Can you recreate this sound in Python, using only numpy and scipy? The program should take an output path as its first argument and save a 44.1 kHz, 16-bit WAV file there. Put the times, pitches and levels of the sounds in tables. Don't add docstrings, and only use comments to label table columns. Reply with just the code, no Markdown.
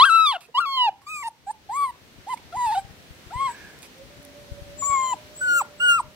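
import sys
import numpy as np
from scipy import signal
from scipy.fft import rfft, irfft, next_fast_len
from scipy.io import wavfile
from scipy.ndimage import uniform_filter1d

SR = 44100
rng = np.random.default_rng(int(sys.argv[2]) if len(sys.argv) > 2 else 0)


def ratio(d):
    e = np.asarray(d, float) / 20
    return 10 ** e


def wav_out(sig):
    wavfile.write(sys.argv[1], SR, np.round(np.clip(np.atleast_2d(sig).T, -1, 1) * 32767).astype(np.int16))


N = 271210
T = np.arange(N) / SR


def across(table, hz, column):
    rows = np.transpose(table)
    return np.interp(np.log(np.maximum(hz, 1)), np.log(rows[0]), rows[column])


def band(x, lo_hz, hi_hz):
    sos = signal.butter(2, [lo_hz, min(hi_hz, .45 * SR)], "bandpass", fs=SR, output="sos")
    y = signal.sosfilt(sos, x)
    return y / np.std(y)


def walk(rate, size=N):
    k = int(SR / rate)
    steps = np.repeat(rng.standard_normal(size // k + 1), k)
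    return 1.66 * uniform_filter1d(uniform_filter1d(steps, k), k)[:size]


def play(table, attack_s, release_s):
    edge_db = -26
    s, *columns = np.transpose(table)
    span = slice(max(int((s[0] - attack_s) * SR), 0), int((s[-1] + release_s) * SR))
    before = (s[0] - T[span]) / attack_s
    after = (T[span] - s[-1]) / release_s
    edge = np.clip(np.maximum(before, after), 0, 1)
    hz, db, *rest = [np.interp(T[span], s, c) for c in columns]
    fade = np.clip(5 * (1 - edge), 0, 1)
    return span, fade, [hz, db + edge_db * edge, *rest]


def add(out, x, s):
    i = int(s * SR)
    out[i:i + len(x)] += x[:N - i]


def notes(table):
    out = np.zeros(N)
    for s, length, hz, db in table:
        size = int(length * SR)
        turn = 2 * np.pi * np.cumsum(hz * (1 + 0.013 * walk(25, size))) / SR
        level = ratio(db + 1.8 * walk(34.0, size)) * np.sqrt(np.hanning(size))
        add(out, np.sqrt(2) * level * np.sin(turn), s)
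    return out


# (frequency [Hz], level [dB], phase lead [rad])
RIGHT_PORT = [(706.4, 5.5, -0.38), (1010, 5, -1.1), (1290, -3, -1.3), (1450, -0.5, 0.39), (2020, 8, -0.27),
              (3100, 7.5, 0.48), (4800, 15, -0.099), (6350, -1, 1.1), (7300, -2, 2.1), (8100, 0.5, 3.7),
              (12000, 7, 4.5)]


def ports(x, pan_db, lead_ms):
    size = next_fast_len(len(x) + 512)
    hz = np.arange(size // 2 + 1) * SR / size
    turn = across(RIGHT_PORT, hz, column=2) + 2 * np.pi * hz * lead_ms / 1000
    half = ratio((across(RIGHT_PORT, hz, column=1) - pan_db) / 2) * np.exp(.5j * turn)
    spectrum = rfft(x, size)
    return np.array([irfft(spectrum / half, size), irfft(spectrum * half, size)])[:, :len(x)]


# (time [s], length [s], phase scatter at its height [rad per overtone number])
BREAKS = [(0.315, 0.055, 0.296), (2.712, 0.035, 0.46)]


def fold_rasp():
    rasp = np.zeros(N)
    for s, length, rad in BREAKS:
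        add(rasp, rad * np.sqrt(np.hanning(int(length * SR))), s)
    return rasp


# (time [s], fold pitch [Hz], fundamental level [dB], overtone offset [dB], mouth resonance [Hz])
CRIES = [
    [(0.0, 958, -11, 6.5, 3270), (0.027, 1149, -8, -3.5, 3510), (0.052, 1428, -17, 4, 2100),
     (0.054, 1639, -17.5, 5, 3550), (0.07, 1600, -18.5, 3.5, 3500), (0.086, 1550, -18.5, -5, 3460),
     (0.101, 1319, -16.5, 3.5, 3040), (0.164, 1333, -13, 2.5, 2920), (0.25, 1279, -20.5, 6.5, 3050),
     (0.27, 1186, -21.5, 14, 3150), (0.308, 1100, -22.5, 7, 3050), (0.345, 778, -29, 4, 2740),
     (0.368, 681, -31, -1.5, 2820)],
    [(0.55, 956.5, -26, 1.5, 2680), (0.568, 986, -24, 2.5, 3050), (0.59, 1151, -13, -2, 3130),
     (0.602, 1222, -24.5, -15, 2240), (0.604, 1425, -22, 2, 2440), (0.65, 1316, -28, -2, 2600),
     (0.661, 1113, -26.5, 5, 2800), (0.766, 1055, -28.5, 10, 2850), (0.778, 1027, -22.5, 6, 2910),
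     (0.858, 939, -20, -0.5, 2930), (0.892, 789.6, -17, -15, 2430)],
    [(1.07, 1172, -37.5, 8.5, 2670), (1.112, 1281, -40.5, 16, 2700), (1.224, 1130, -36, 6.5, 2050),
     (1.238, 903, -33.5, 11.5, 2300), (1.272, 938, -27, 0.5, 2210), (1.286, 860, -28, -13, 2340)],
    [(1.472, 778, -34, -10.5, 2020), (1.51, 882, -25, -14.5, 1994)],
    [(1.697, 780.6, -29.5, -18, 2180), (1.741, 1035, -28.5, -9.5, 2100), (1.775, 1156, -25.5, -10, 2370),
     (1.841, 1120, -19, -7.5, 2480), (1.871, 1027, -29.5, -10, 1770), (1.908, 952, -34.5, -3, 2280)],
    [(2.272, 755, -35.5, -24, 2210), (2.302, 1033, -30.5, -6, 2120), (2.328, 1017, -26.5, -6, 2100),
     (2.342, 909, -22.5, -14, 2100)],
    [(2.528, 671.7, -43.5, 4.5, 2320), (2.546, 727.6, -30.5, -27, 2490), (2.572, 1006, -28, -10.5, 2030),
     (2.65, 961, -21, -11, 2070), (2.672, 883, -22, -5.5, 2430), (2.712, 834.4, -22.5, -11, 2190),
     (2.726, 931, -22, -6.5, 1980), (2.746, 855, -25, -12, 2630), (2.754, 728.5, -27, -1.5, 2600),
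     (2.782, 796.5, -18, -23, 2760), (2.798, 777, -33, 0, 2530)],
    [(3.309, 668, -44.5, -2, 2500), (3.338, 954, -33, -16, 2020), (3.394, 1056, -28.5, -0.5, 1900),
     (3.41, 1097, -22, -9.5, 2400), (3.46, 1077, -23.5, 1.5, 2350), (3.496, 952, -28.5, -7, 2180),
     (3.52, 950, -38.5, 0, 2610)],
    [(4.826, 1101, -25, -7, 1960), (4.858, 1134, -32, -14, 2620), (4.932, 1115, -18.5, -5.5, 2120),
     (4.975, 1067, -21.5, -5.5, 2220), (5.112, 1019, -28, 4.5, 2470), (5.132, 980, -20.5, -6.5, 2350),
     (5.142, 778, -30, -12, 2820)],
    [(5.415, 1494, -24.5, -10, 1240), (5.47, 1470, -22, -7.5, 2060), (5.485, 1448, -18.5, -0.5, 2190),
     (5.578, 1406, -18, -4.5, 2550), (5.6, 1317, -26, -2, 2700), (5.61, 1094, -21, -15, 2300),
     (5.62, 810, -22.5, -5, 2270)],
    [(5.804, 1406, -27.5, 6, 2850), (5.838, 1471, -17, -3.5, 2800), (5.874, 1443, -17, -3.5, 2800),
     (5.89, 1434, -15, 3, 2870), (5.926, 1395, -16, 1, 2800), (5.975, 1348, -23.5, -4, 2650),
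     (5.992, 1208, -22.5, -5, 2570), (6.005, 917, -20, -29, 2510)],
]
# (left minus right [dB], right lead [ms], hoarseness before slides [dB],
# treble tilt [dB per octave], throat [Hz], its lift or dip [dB])
HEAD = [(7, 0.04, -36, 2, 4000, 6), (5, 0.092, -37, 2.5, 4560, 6), (5, .12, -25.5, 4.5, 3600, -7.5),
        (1.5, 0.057, -36.5, -2.4, 3400, -7), (5, 0.036, -36.5, 9.5, 4400, 1),
        (2.5, 0.045, -31, -8, 3400, 9), (5.5, 0.039, -29, 8, 3660, 7.5), (7, .05, -30, -4.5, 3700, 4.5),
        (8.5, 0.025, -33.5, -2, 5200, -12), (1.5, .165, -37.5, 4.5, 6300, 10),
        (2, .17, -35, 6.5, 4100, -10)]
# (frequency [Hz], level [dB])
MOUTH = [(1300, 0.5), (1800, -22), (2400, -29.5), (3200, -24), (4200, -29), (5000, -36.5), (5700, -41),
         (7000, -48.5), (9000, -44.5), (12000, -52), (15500, -54.5)]


def overtone_db(hz, over_db, mouth_hz, tilt_db, throat_hz, throat_db):
    high_db = over_db + across(MOUTH, hz, column=1)
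    high_db += tilt_db * np.maximum(np.log2(hz / 3320), 0)
    high_db += 19.5 / (1 + (np.log2(hz / mouth_hz) / 0.17) ** 2)
    return high_db + throat_db / (1 + (np.log2(hz / throat_hz) / 0.21) ** 4)


def cries():
    blur_rad_per_octave_s, blur_most_rad, blur_from_hz = .2, 1.8, 4600
    voice, phase, voiced = np.zeros(N), np.zeros(N), np.zeros(N)
    rasp = fold_rasp()
    for cry, (_, _, hoarse_db, tilt_db, throat_hz, throat_db) in zip(CRIES, HEAD):
        span, fade, (hz, db, over_db, mouth_hz) = play(cry, attack_s=.009, release_s=0.0074)
        size = len(fade)
        slide = uniform_filter1d(np.abs(np.gradient(np.log2(hz))) * SR, size=800)
        blur = np.clip(blur_rad_per_octave_s * slide, 0, blur_most_rad)
        phase[span] = 2 * np.pi * np.cumsum(hz * (1 + 0.0025 * walk(150, size))) / SR
        voiced[span] = fade * np.clip(ratio(db + 43.5), 0, 1)
        tone = np.sin(phase[span])
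        stumble = rasp[span] * walk(500, size)
        for k in range(2, 19):
            high_db = overtone_db(k * hz, over_db, mouth_hz, tilt_db, throat_hz, throat_db)
            high_db += min(.55 * k, 2.2) * walk(45, size)
            smear = blur * np.clip((k * hz - blur_from_hz) / 2500, 0, 1) * walk(1100, size)
            turn = k * phase[span] + k * k + smear + k * stumble
            tone += (k * hz < 16000) * ratio(high_db) * np.sin(turn)
        puffs = 1 + 0.66 * np.sin(phase[span])
        air_db = hoarse_db + 3.5 * (blur + 1.1 * rasp[span])
        air = ratio(air_db) * band(rng.standard_normal(size), 700, 5200) * puffs
        voice[span] = fade * ratio(db + 0.31 * walk(90, size)) * (np.sqrt(2) * tone + air)
    return voice, phase, voiced


# (time [s], pitch [Hz], level of the pure tone [dB])
WHISTLES = [
    [(0.056, 8940, -40.5), (0.09, 8410, -48), (0.125, 8330, -48)],
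    [(0.572, 7880, -60), (0.596, 8180, -44.5), (0.61, 8600, -40)],
    [(1.07, 7330, -56), (1.09, 7760, -45), (1.22, 7450, -44), (1.25, 8030, -61.5), (1.272, 8160, -42.5),
     (1.282, 9090, -40.5)],
    [(1.475, 7840, -58.5), (1.5, 7890, -56.5), (1.515, 8800, -45.5)],
    [(1.711, 8150, -58), (1.765, 7460, -41.5), (1.787, 8540, -48), (1.877, 8630, -55.5),
     (1.899, 8890, -54.5)],
    [(2.29, 7400, -62), (2.33, 7610, -56), (2.345, 8580, -53)],
    [(2.557, 7510, -56.5), (2.627, 7570, -49.5), (2.675, 8200, -53.5), (2.77, 7965, -58),
     (2.79, 8540, -51.5), (2.81, 7910, -56.5)],
    [(3.345, 7660, -55), (3.37, 8430, -58), (3.426, 7895, -55), (3.518, 7880, -51.5), (3.55, 7820, -60)],
    [(4.791, 7270, -39), (4.861, 7035, -25), (4.873, 7455, -27), (4.932, 7350, -32), (4.942, 7170, -33),
     (5.125, 7106, -37), (5.14, 7630, -46)],
    [(5.365, 7210, -43), (5.387, 7960, -42.5), (5.459, 7570, -43), (5.589, 7390, -26), (5.608, 7115, -34),
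     (5.615, 7840, -32)],
    [(5.806, 7960, -43), (5.896, 8110, -34), (5.992, 7910, -44.5), (6.005, 8160, -37)],
]
# (multiple [fold pitches], relative level [dB])
SIDE_LINES = [(-2, -16.5), (-1, 0), (1, -2), (2, -10.5), (3, -17)]
# (side lines [dB], octave [dB], jet hiss [dB])
WHISTLE_MIX = [(-7, -21.5, -5.5), (-15.5, -17, -26), (-14, -8, -14.5), (-3, -21, -9), (-12, -17, -12),
               (-8.5, -26.5, 2), (-6, -21.5, -6.5), (-11, -24.5, -10.5), (-31.5, -31, -32.5),
               (-20.5, -17, -23.5), (-11, -17.5, -22.5)]


def whistles(phase, voiced):
    out = np.zeros(N)
    for whistle, (side_db, octave_db, hiss_db) in zip(WHISTLES, WHISTLE_MIX):
        span, fade, (hz, db) = play(whistle, attack_s=0.029, release_s=0.02)
        size = len(fade)
        pitch = uniform_filter1d(hz, size=300) * (1 + 0.0044 * walk(110, size))
        turn = 2 * np.pi * np.cumsum(pitch) / SR
        lines = sum(ratio(d + 3.0 * walk(35, size)) * np.exp(1j * round(k) * phase[span]) for k, d in SIDE_LINES)
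        chop = voiced[span] * lines
        tone = np.exp(1j * turn) * (1 + ratio(side_db) * chop)
        tone += ratio(octave_db) * np.exp(2j * turn) * (1 + ratio(-6.5) * chop)
        hiss = ratio(hiss_db) * band(rng.standard_normal(size), 5100, 12500)
        out[span] += np.sqrt(2) * fade * ratio(db + 0.83 * walk(60, size)) * (tone.imag + hiss)
    return out


# (time [s], length [s], frequency [Hz], level [dB])
LINGERS = [(0.048, 0.034, 1130, -27), (0.595, 0.055, 1223, -34.5)]


def lingering_register():
    return notes(LINGERS)


def puppy():
    voice, phase, voiced = cries()
    voice += whistles(phase, voiced) + lingering_register()
    starts = [0] + [int((cry[0][0] - .06) * SR) for cry in CRIES[1:]] + [N]
    near = []
    for a, b, (pan_db, lead_ms, *_) in zip(starts, starts[1:], HEAD):
        near.append(ports(voice[a:b], pan_db, lead_ms))
    return np.concatenate(near, axis=1)


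# (time [s], length [s], level [dB], resonance [Hz], relative hiss [dB])
GASPS_AND_GRUNT = [(0.406, 0.067, -54, 2560, -0.5), (0.485, 0.0207, -51.5, 483, -28.5),
                   (1.017, .05, -58.5, 1070, -6), (2.373, 0.014, -50, 2190, -9),
                   (3.479, 0.3, -46.5, 1666, -22), (3.828, .05, -53.5, 2400, 4.5)]


def gasps_and_grunt():
    out = np.zeros(N)
    for s, length, db, hz, hiss_db in GASPS_AND_GRUNT:
        t = np.arange(int(length * SR)) / SR
        throat_noise, hiss_noise = rng.standard_normal((2, len(t)))
        shape = np.clip(t / 0.0008, 0, 1) * (np.sqrt(1 - t / length) + 1.6 * np.exp(-t / 0.00285))
        puff = band(throat_noise, 0.946 * hz, 1.075 * hz)
        puff += ratio(-6.0) * band(throat_noise, 0.97 * hz, 1.49 * hz)
        puff += ratio(hiss_db) * band(hiss_noise, 780, 14000)
        add(out, ratio(db) * shape * puff, s)
    return out


# (time [s], level before the decay [dB])
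TICKS = [(1.28, -44.5), (1.5131, -48), (3.5191, -42.5), (3.7891, -41.5), (3.8219, -38.5), (3.9824, -47),
         (4.2289, -43.5), (4.2503, -39)]


def ticks():
    out = np.zeros(N)
    t = np.arange(int(0.014 * SR)) / SR
    for s, db in TICKS:
        burst = band(rng.standard_normal(len(t)), 4600, 15000)
        add(out, ratio(db) * np.exp(-t / 0.0012) * burst, s)
    return out


# (delay at the left port [ms], level [dB])
ECHOES = [(14, -28), (36, -27)]


def yard(x):
    t60_s, tail_db = 0.3, -22
    unlike = .3
    t = np.arange(int(.4 * SR)) / SR
    noise = rng.standard_normal(len(t)) + unlike * rng.standard_normal((2, len(t)))
    response = noise * 1000 ** (-t / t60_s) * np.clip(t / 0.0059, 0, 1)
    response *= ratio(tail_db) / np.sqrt(np.sum(response ** 2) / 2)
    for ms, db in ECHOES:
        response[[0, 1], int(ms * SR / 1000) + np.array([0, 1])] += ratio(db)
    dull = signal.lfilter([.35], [1, -.65], x, axis=1)
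    return signal.fftconvolve(dull, response, axes=1)[:, :N]


# (time [s], frequency [Hz], level [dB])
FAR_TONE = [(3.95, 520.5, -66), (4.02, 540, -52), (4.07, 585, -57), (4.7, 571.6, -46.5), (4.8, 601.5, -53),
            (5.17, 610.5, -58.5), (5.55, 578.4, -47.5), (5.95, 606, -59.5), (6.15, 609.5, -60)]


def far_tone():
    s, hz, db = np.transpose(FAR_TONE)
    turn = 2 * np.pi * np.cumsum(np.interp(T, s, hz) * (1 + 0.0085 * walk(24))) / SR
    return np.sqrt(2) * ratio(np.interp(T, s, db, left=-120) + 3.2 * walk(40)) * np.sin(turn)


# (time [s], length [s], frequency [Hz], level [dB])
LOW_NOTES = [(4.087, 0.33, 273.4, -56.5), (5.128, 0.033, 316, -47.5), (5.461, 0.08, 284, -53),
             (5.485, 0.13, 347, -54)]


def low_notes():
    return notes(LOW_NOTES)


# (time [s], peak [dB])
KNOCKS = [(2.574, -34), (2.671, -34), (2.85, -32.5), (3.109, -33.5), (3.27, -35), (3.36, -23), (4.521, -23),
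          (4.621, -28.5), (4.9, -29.5)]
# (time [s], rustle level [dB], wind level before port offsets [dB])
AIR = [(0, -60.5, -62.5), (0.499, -59, -79), (1.349, -59, -64), (1.8, -54, -67), (2.3, -50.5, -58.5),
       (2.7, -50.5, -55.5), (3.1, -49.5, -54.5), (3.501, -46.5, -57.5), (4.001, -49.5, -64),
       (4.7, -48, -50), (5.302, -48, -62.5), (6.15, -51.5, -59)]


def wind():
    s, _, db = np.transpose(AIR)
    gusts = []
    for side_db in (2, -8):
        gusts.append(ratio(side_db + 5.2 * walk(30)) * band(rng.standard_normal(N), 40, 140))
    gusts = np.array(gusts) * ratio(np.interp(T, s, db))
    t = np.arange(int(.03 * SR)) / SR / 0.0022 - 4
    for s, db in KNOCKS:
        add(gusts[0], ratio(db) * t * np.exp(.5 - t ** 2 / 2), s - .009)
    return gusts


# (frequency [Hz], relative density [dB per Hz])
RUSTLE = [(60, -14.5), (130, -11.5), (270, -12.5), (500, -14.5), (1000, -21.5), (1900, -19), (4300, -22.5),
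          (6000, -27.5), (9700, -35), (15500, -34)]


def rustle():
    out = 0
    for hz in 60 * 2 ** np.arange(0, 8.1, .5):
        mid, side = (band(rng.standard_normal(N), hz / 1.19, hz * 1.19) for _ in range(2))
        gain = ratio(across(RUSTLE, hz, column=1) + 0.51 * walk(11.0)) * np.sqrt(hz)
        share = np.clip(0.056 + hz / 3000, 0, .52)
        opposed = side * np.array([[1], [-1]])
        out = out + gain * (np.sqrt(1 - share) * mid + np.sqrt(share) * opposed)
    s, db, _ = np.transpose(AIR)
    return out / np.std(out) * ratio(np.interp(T, s, db))


def scene():
    near = puppy() + ports(gasps_and_grunt() + ticks(), pan_db=0, lead_ms=0.046)
    far = ports(far_tone() + low_notes(), pan_db=0, lead_ms=0.2)
    return near + yard(near) + far + wind() + rustle()


def top_cut(x):
    return signal.sosfilt(signal.butter(12, 15810, fs=SR, output="sos"), x)


def record(dry):
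    limit, low_cut_hz, top_hz = .97, 27, 15700
    dry = dry / (1 + (dry / limit) ** 6) ** (1 / 6)
    dry = signal.sosfilt(signal.butter(2, low_cut_hz, "highpass", fs=SR, output="sos"), dry)
    dry = signal.sosfilt(signal.ellip(8, .2, 70, top_hz, fs=SR, output="sos"), dry)
    return top_cut(dry)


dry = scene()
out = record(dry)
wav_out(out)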